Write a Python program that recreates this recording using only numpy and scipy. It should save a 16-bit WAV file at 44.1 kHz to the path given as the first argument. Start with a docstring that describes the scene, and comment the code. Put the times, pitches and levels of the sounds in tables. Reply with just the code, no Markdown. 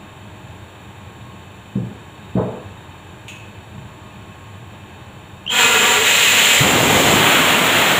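"""Tank vent in a machine yard

Distant machines hum, as coloured noise, wavering tones and noise-driven resonances, with one far fan.
Dull knocks ring a heavy panel's modes through a rattle, and a metal fitting clinks as crack and ring.
A valve then squeaks open on a rising note, and noise hisses through resonances of pipe and valve seat.
As the valve opens in steps, the hiss gives way to a broad roar over a thud and a lumpy low rumble.
"""
import sys
import numpy as np
from scipy import signal
from scipy.fft import rfft, irfft, next_fast_len
from scipy.io import wavfile

SR = 44100
rng = np.random.default_rng(int(sys.argv[2]) if len(sys.argv) > 2 else 0)


def file_out(sig):
    """Save sig as 16-bit WAV at sys.argv[1]."""
    # one column per channel
    cols = np.atleast_2d(sig).T
    # limit, then scale
    lim = np.clip(cols, -1, 1)
    pcm = np.round(lim * 32767).astype(np.int16)
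    wavfile.write(sys.argv[1], SR, pcm)


N = 352359
T = np.arange(N) / SR  # the time of every sample, in seconds

# The yard's wash. Each row: frequency in Hz, relative density in dB per Hz.
YARD_SPECTRUM = [(15, -63), (25, -47.5), (98, 1), (162, -9), (207, -4), (231, -15.5), (307, -12.5),
                 (418, -14.5), (621, -18.5), (663, -16.5), (922, -14), (1280, -22.5), (3450, -26),
                 (3770, -28.5), (4800, -44.5), (6240, -78), (10600, -120)]
# The yard's high air. Each row: frequency in Hz, relative density in dB per Hz.
AIR_SPECTRUM = [(4000, -36), (5100, -22.5), (5650, -9), (6200, -14), (7250, 1), (8300, -11), (9400, -15),
                (10300, -9), (11500, -18), (15000, -11)]
YARD_DB, AIR_DB = -39.5, -57
# The machines' steady tones. Each row: pitch in Hz, level in dB before the common hum level.
HUM_TONES = [(91.5, -54.5), (199, -54), (312, -55), (624.5, -54.5), (861, -61), (1087, -53.5),
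             (1217, -58.5), (2428, -65), (3666, -67), (3698, -60), (4420, -73), (7226, -68.5), (7880, -73),
             (8320, -78)]
# Fans and ducts around the yard. Each row: pitch in Hz and width in Hz before the common factors,
# relative density in dB.
WHINE_MODES = [(378, 24, 2), (894, 73, -1.5), (1094, 27, -1), (1675, 340, -4.5), (2480, 85, -4),
               (2660, 86, -1.5), (3114, 88, -5), (4434, 87, -13), (7060, 60, -25), (7680, 60, -17),
               (10300, 70, -26)]
# The most piercing fan.
FAN_HZ, FAN_DB = 3730, -64.5

# Blows on a heavy panel. Each row: start in seconds, first peak in dB before the band limit,
# brightness of the first contact in Hz, change per rebound in dB.
KNOCKS = [(1.754, -9.5, 252, -6.5), (1.803, -20, 230, -10), (2.352, -7.5, 460, -18),
          (2.369, -7.5, 700, -5.5), (2.456, -19.5, 680, -6.5), (2.52, -26, 450, -3), (3.743, -30, 110, -12),
          (3.776, -26, 110, -18)]
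# The panel's modes. Each row: pitch in Hz, relative level in dB, time to fall 60 dB in seconds.
PANEL_MODES = [(120.8, -15, 0.25), (148.3, -3.5, 0.18), (195, -1, 0.063), (211, 5, 0.059), (263, -6, 0.091),
               (350, -1.5, 0.05), (440, -4, 0.1), (500, -6, 0.16), (620, -9.5, 0.13), (750, -12, 0.11),
               (867, -14, 0.11), (1360, -19, 0.082), (1550, -19, 0.086)]
# The panel chatters after a blow: seconds between rebounds, brightness factor per rebound.
REBOUND_S, REBOUND_BRIGHTER = 0.0162, 1.1

# A metal fitting clinks. The row: start in seconds, overall gain in dB.
CLINK = (3.282, -33)
# The fitting's modes. Each row: pitch in Hz, relative level in dB, time to fall 60 dB in seconds.
FITTING_MODES = [(2330, -11, .25), (2568, -2, .45), (2620, 0.5, .41), (2720, -5, .35), (2955, -10, 0.55),
                 (3470, -11, 0.2), (6720, -8, .22), (6790, -7, 0.35), (8450, -14, 0.2), (9390, -13, .2),
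                 (13600, -21, .15)]
# The crack of its contact. Each row: frequency in Hz, relative density in dB per Hz.
CRACK_SPECTRUM = [(1200, -32), (2400, 4), (3600, -4), (5000, -24), (6700, -6), (9000, -22), (11500, -27),
                  (14000, -22)]

# The valve squeaks as it cracks open. Each row: start in seconds, length in seconds,
# level in dB before flutter and reflections.
SQUEAKS = [(5.464, .004, -32), (5.476, 0.0069, -17.5), (5.491, 0.015, -22.5), (5.516, 0.076, -23)]
SQUEAK_ATTACK_S, SQUEAK_RELEASE_S = 0.0016, 0.0052
# The pitch climbs exponentially; the last value is the time constant.
SQUEAK_FROM_HZ, SQUEAK_TO_HZ, SQUEAK_CLIMB_S = 2830, 3220, 0.0222

# The valve opens in steps. Each row: start in seconds, time the step takes in seconds, flow in dB,
# trend of the flow in dB per second, pipe ringing in dB, seat whistle in dB, share of roar from 0 to 1.
STEPS = [(5.49, 0.11, -14.5, -2, -3.5, -0.5, 0.01), (6.02, .06, -13, 1.5, -14, -4.5, 0.03),
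         (6.56, 0.09, -15, -1.5, -23, -14, 0.18), (7.13, 0.076, -13.4, -2, -13.5, -14, 0.99)]
# Trend of the pipe ringing and of the seat whistle after each step.
PIPE_SETTLE_DB_PER_S, SEAT_SETTLE_DB_PER_S = -5, -13
# The narrow jet. Each row: frequency in Hz, relative density in dB per Hz.
HISS_SPECTRUM = [(70, -48), (210, -10), (340, -17), (480, -6.5), (1300, -11.5), (1950, 1), (2220, -0.5),
                 (3100, 0.5), (4000, -6), (4900, -17), (5900, -16), (7250, -1.5), (8300, -13.5),
                 (10500, -21), (13000, -19.5), (15200, -14)]
# The wide jet. Each row: frequency in Hz, relative density in dB per Hz.
ROAR_SPECTRUM = [(40, -30), (140, -1.5), (1000, -1), (2200, -0.5), (3200, -0.5), (4000, -8), (4900, -21.5),
                 (6000, -19.5), (7250, -8), (8300, -16.5), (10500, -21.5), (13000, -20.5), (15200, -15)]
# The vent pipe's resonances. Each row: pitch in Hz before chilling, width in Hz before widening,
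# relative density in dB.
PIPE_MODES = [(224, 33, -2.5), (509, 62, -4.5), (761, 31, -0.5), (975, 53, 3), (1196, 46, 1.5),
              (1424, 91, 2.5), (1706, 50, 2), (2040, 46, -0.5)]
# The valve seat's resonances. Each row: pitch in Hz, width in Hz before widening, relative density in dB.
SEAT_MODES = [(1727, 30, -17), (2513, 27, -4), (2545, 72, -4), (2858, 49, -6.5), (3030, 40, -9.5),
              (3210, 48, -10.5), (3746, 20, -11), (3800, 40, -13.5), (4110, 23, -13.5), (7170, 25, -11),
              (7260, 32, -11.5), (7460, 35, -15)]
# Cold gas chills the pipe: time constant in seconds, pitch factors when warm and when cold.
CHILL_S, PIPE_WARM, PIPE_COLD = 0.29, 1.02, 0.96
# The pipe's strongest note: pitch warm and cold, level, build-up, change of level at the second step.
HOWL_WARM_HZ, HOWL_COLD_HZ, HOWL_DB, HOWL_BUILD_S, HOWL_DROP_DB = 511, 412, -23, 0.32, -19

# The plume's eddies. 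Each row: frequency in Hz, relative density in dB per Hz.
EDDY_SPECTRUM = [(25, -44), (60, -13), (110, -0.5), (240, 0.5), (420, -1.5), (900, -5), (1450, -9.5),
                 (3000, -29.5)]
# Start, collapse, attack and release of the rumble.
PLUME_S, COLLAPSE_S, PLUME_ATTACK_S, PLUME_RELEASE_S = 6.58, 7.13, 0.045, 0.26
# First level, swell, level after the collapse.
PLUME_DB, PLUME_SWELL_DB_PER_S, PLUME_LATE_DB = -17.5, 5, -28
# The plume bursts out with a thud. The row: start in seconds, level in dB.
THUD = (6.607, -8)

# Ground, wall and tank reflect the vent. Each row: delay in seconds, level in dB against the direct sound.
REFLECTIONS = [(.0043, -30), (0.0118, -19), (0.0194, -19.5), (.031, -21)]
# The yard's echo. Each row: frequency in Hz, time to fall 60 dB in seconds.
ECHO_DECAY = [(100, 0.52), (400, 0.57), (1000, 0.96), (3000, 0.6), (8000, 0.47), (15000, 0.52)]
EDGE_HZ = 15560  # upper band limit


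def gain_of(db):
    """Decibels to an amplitude factor."""
    return 10 ** (np.asarray(db) / 20)


def evened(x):
    """Scales to rms 1."""
    return x / np.sqrt(np.mean(x ** 2) + 1e-20)


def read(points, hz):
    """Reads a table of values over frequency, interpolating on a log-frequency axis."""
    f, value = np.transpose(points)
    return np.interp(np.log(hz + 1), np.log(f + 1), value)


def add(mix, s, sound):
    """Lays a sound into the mix at time s, cut off at the mix's end."""
    part = mix[round(s * SR):][:len(sound)]
    part += sound[:len(part)]


def ramp(start_s, length_s):
    """Rises from 0 to 1 over the given time, then holds."""
    return np.clip((T - start_s) / length_s, 0, 1)


def since(s):
    """Seconds gone by since time s; zero before it."""
    return np.maximum(T - s, 0)


def noise(spectrum, above_hz=0):
    """Coloured noise whose part over above_hz has rms 1."""
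    size = next_fast_len(N)
    hz = np.fft.rfftfreq(size, 1 / SR)
    coloured = rfft(rng.standard_normal(size)) * gain_of(read(spectrum, hz))
    reference = irfft(coloured * (hz >= above_hz), size)
    return irfft(coloured, size)[:N] / np.std(reference)


def drift(rate_hz):
    """Slow chance of rms 1: sines of random phase at rates up to the given one."""
    t = T[::64]
    waves = 0
    for f in np.geomspace(rate_hz / 16, rate_hz, 32):
        waves = waves + np.sin(2 * np.pi * (f * t + rng.random())) / f ** 0.25
    return np.interp(T, t, evened(waves))


def resonate(x, hz, width):
    """A resonance of gain 1 that follows the curve hz, with the steep skirts of a double pole."""
    turn = np.exp(2j * np.pi * np.cumsum(hz * np.ones(N)) / SR)
    r = np.exp(-np.pi * width / SR)
    # shift the resonance down to 0 Hz, smooth there, shift back up
    smooth = signal.lfilter([(1 - r) ** 2], [1, -2 * r, r * r], x / turn)
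    return 2 * (turn * smooth).real


def blown(modes, pitch, widen):
    """Turbulence excites a set of resonances, all bent by one pitch factor; the sum has rms 1."""
    total = 0
    for hz, width, db in modes:
        mode = evened(resonate(rng.standard_normal(N), hz * pitch, width * widen))
        total = total + gain_of(db) * np.sqrt(width) * mode
    return evened(total)


def ring(modes, t):
    """Struck modes, each dying at its own speed."""
    return sum(gain_of(db - 60 * t / t60) * np.sin(2 * np.pi * hz * t) for hz, db, t60 in modes)


def echo(x, build_s):
    """Scattered reflections from walls and tanks build up, then die band by band."""
    t = np.arange(SR) / SR
    hits = rng.standard_normal(SR) * (rng.random(SR) < 3000 / SR)  # about 3000 per second
    taps = hits * (1 - np.exp(-t / build_s))
    hz, s, bands = signal.stft(taps, SR, nperseg=256)
    bands = bands * gain_of(-60 * s / read(ECHO_DECAY, hz)[:, None])
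    tail = signal.istft(bands, SR, nperseg=256)[1]
    return signal.fftconvolve(x, tail / np.linalg.norm(tail))[:N]


def reflected(x):
    """Single early reflections comb the sound; the total power stays the same."""
    out = x.copy()
    for delay, db in REFLECTIONS:
        add(out, delay, gain_of(db) * x)
    return out * np.std(x) / np.std(out)


def yard(rumble_hz=102, rumble_width_hz=50, rumble_db=-46, hum_db=-3, whine_db=-49,
         waver_hz=2.53, swell_db=0.35, flicker_db=2.5):
    """Distant machines: a wash, a low throb, wavering tones and whining fans."""
    wash = gain_of(YARD_DB + swell_db * drift(6.8)) * noise(YARD_SPECTRUM)
    air = gain_of(AIR_DB) * noise(AIR_SPECTRUM)
    rumble = evened(resonate(rng.standard_normal(N), rumble_hz, rumble_width_hz))
    tones = 0
    for hz, db in HUM_TONES:
        level = gain_of(db + flicker_db * drift(5.6))
        phase = 2 * np.pi * np.cumsum(hz + waver_hz * drift(9)) / SR
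        tones = tones + level * np.sin(phase)
    hum = gain_of(hum_db) * np.sqrt(2) * tones
    whine = gain_of(whine_db) * blown(WHINE_MODES, 0.98, widen=1.26)
    return wash + air + gain_of(rumble_db) * rumble + hum + whine


def fan(width_hz=42, swell_db=3, swell_hz=2.44):
    """One far fan whines as a narrow band of noise, swelling and sinking at random."""
    whine = evened(resonate(rng.standard_normal(N), FAN_HZ, width_hz))
    return gain_of(FAN_DB + swell_db * drift(swell_hz)) * whine


def knocks(rattle_db=8, rattle_t60=0.28, wet_db=-7, lowest_hz=88, highest_hz=1900, swell_s=0.0032, count=4):
    """Each blow rings and rattles the panel, then rebounds weaker and brighter; dull contact mutes high modes."""
    t, out = np.arange(SR // 2) / SR, np.zeros(N)
    # the thick panel radiates neither deep bass nor treble
    radiate = signal.butter(3, [lowest_hz, highest_hz], "band", fs=SR, output="sos")
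    for s, db, bright_hz, rebound_db in KNOCKS:
        for k in range(count):
            rattle = gain_of(rattle_db - 60 * t / rattle_t60) * rng.standard_normal(len(t))
            motion = (ring(PANEL_MODES, t) + rattle) * (1 - np.exp(-t / swell_s))
            contact = signal.butter(3, bright_hz * REBOUND_BRIGHTER ** k, fs=SR, output="sos")
            blow = signal.sosfilt(radiate, signal.sosfilt(contact, motion))
            add(out, s + k * REBOUND_S, gain_of(db + k * rebound_db) * blow / abs(blow).max())
    return out + gain_of(wet_db) * echo(out, 0.011)


def clink(crack_db=-1, crack_t60=0.21, wet_db=-3):
    """Metal on metal: a bright crack of noise and a short ring of the fitting's modes."""
    t, out = np.arange(SR // 2) / SR, np.zeros(N)
    start_s, db = CLINK
    crack = gain_of(crack_db - 60 * t / crack_t60) * noise(CRACK_SPECTRUM)[:len(t)]
    add(out, start_s, gain_of(db) * (crack + 0.55 * ring(FITTING_MODES, t)))
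    return out + gain_of(wet_db) * echo(out, 0.01)


def squeak(jitter_hz=110, flutter_db=3, wet_db=-5):
    """The first gas through the gap sings a rising, stuttering note."""
    climb = np.exp(-since(SQUEAKS[0][0]) / SQUEAK_CLIMB_S)
    hz = SQUEAK_TO_HZ + (SQUEAK_FROM_HZ - SQUEAK_TO_HZ) * climb
    phase = 2 * np.pi * np.cumsum(hz + jitter_hz * drift(500)) / SR
    level = 0
    for s, length, db in SQUEAKS:
        release = np.exp(-since(s + length) / SQUEAK_RELEASE_S)
        level = level + gain_of(db) * ramp(s, SQUEAK_ATTACK_S) * release
    tone = np.sin(phase) + gain_of(-32) * np.sin(2 * phase)  # with a faint octave
    note = np.sqrt(2) * level * gain_of(flutter_db * drift(260)) * tone
    return reflected(note) + gain_of(wet_db) * echo(note, 0.004)


def warmth():
    """1 while the pipe is warm, sinking to 0 once cold gas flows."""
    return np.exp(-since(STEPS[0][0]) / CHILL_S)


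def valve():
    """Flow, pipe ringing, seat whistle (dB) and share of roar: each step glides to a setting with its own trend."""
    state = None
    for s, glide_s, flow_db, trend, pipe_db, seat_db, share in STEPS:
        age = since(s)
        setting = np.array([
            flow_db + trend * age,
            pipe_db + PIPE_SETTLE_DB_PER_S * age,
            seat_db + SEAT_SETTLE_DB_PER_S * age,
            np.full(N, share)])
        state = setting if state is None else state + (setting - state) * ramp(s, glide_s)
    return state


def jet(broad_db=-1, flutter_db=0.15, surge_db=0.59):
    """The narrow hiss with its pipe and seat tones gives way to a wide roar."""
    flow_db, pipe_db, seat_db, share = valve()
    chill = PIPE_COLD + (PIPE_WARM - PIPE_COLD) * warmth()
    share = np.clip(share, 0, 1)
    hiss = np.sqrt(1 - share) * noise(HISS_SPECTRUM, 1500)
    roar = np.sqrt(share) * noise(ROAR_SPECTRUM, 1500)
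    pipe = gain_of(pipe_db) * blown(PIPE_MODES, chill, widen=1.95)
    seat = gain_of(seat_db) * blown(SEAT_MODES, 1, widen=1.7)
    opened = ramp(*STEPS[0][:2])
    turbulence = gain_of(flutter_db * drift(120) + surge_db * drift(13))
    return opened * gain_of(flow_db) * turbulence * (gain_of(broad_db) * (hiss + roar) + pipe + seat)


def howl(width_hz=56):
    """A breathy pipe note builds up and sinks as the pipe chills; step two weakens it, step three ends it."""
    first, second, third = STEPS[:3]
    hz = HOWL_COLD_HZ + (HOWL_WARM_HZ - HOWL_COLD_HZ) * warmth()
    weakened = gain_of(HOWL_DB + HOWL_DROP_DB * ramp(*second[:2]))
    level = ramp(first[0], HOWL_BUILD_S) * weakened * (1 - ramp(*third[:2]))
    return level * evened(resonate(rng.standard_normal(N), hz, width_hz))


def buffet(lump_db=0.7, thud_hz=135, thud_s=0.0052):
    """The wide plume bursts out, then sheds big eddies: a lumpy low rumble that swells and collapses."""
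    swelling_db = PLUME_DB + PLUME_SWELL_DB_PER_S * since(PLUME_S)
    db = swelling_db + (PLUME_LATE_DB - swelling_db) * ramp(COLLAPSE_S, PLUME_RELEASE_S)
    out = ramp(PLUME_S, PLUME_ATTACK_S) * gain_of(db + lump_db * drift(60)) * noise(EDDY_SPECTRUM)
    t = np.arange(SR // 4) / SR
    start_s, level_db = THUD
    pulse = t / thud_s * np.exp(1 - t / thud_s)  # peaks at 1 after thud_s
    add(out, start_s, gain_of(level_db) * pulse * np.sin(2 * np.pi * thud_hz * t))
    return out


def scene(vent_wet_db=-11):
    """The vent, with early reflections on its jet and the yard's echo, joins the yard and the small sounds."""
    vent = reflected(jet()) + howl()
    vent_echo = gain_of(vent_wet_db) * echo(vent, 0.0013)
    small_sounds = knocks() + clink() + squeak()
    return (yard() + fan() + small_sounds + vent + vent_echo + buffet())[None]


def record(dry):
    """The one microphone's signal: peaks round off under full scale, then a steep low-pass at EDGE_HZ."""
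    knee, room = 0.62, 0.3  # of full scale: where rounding starts, and how far above it peaks can reach
    over = np.maximum(abs(dry) - knee, 0)
    rounded = np.clip(dry, -knee, knee) + np.sign(dry) * room * np.tanh(over / room)
    low_pass = signal.firwin(1023, EDGE_HZ, window=("kaiser", 9), fs=SR)
    return signal.oaconvolve(rounded, low_pass[None], "same")


dry = scene()
out = record(dry)
file_out(out)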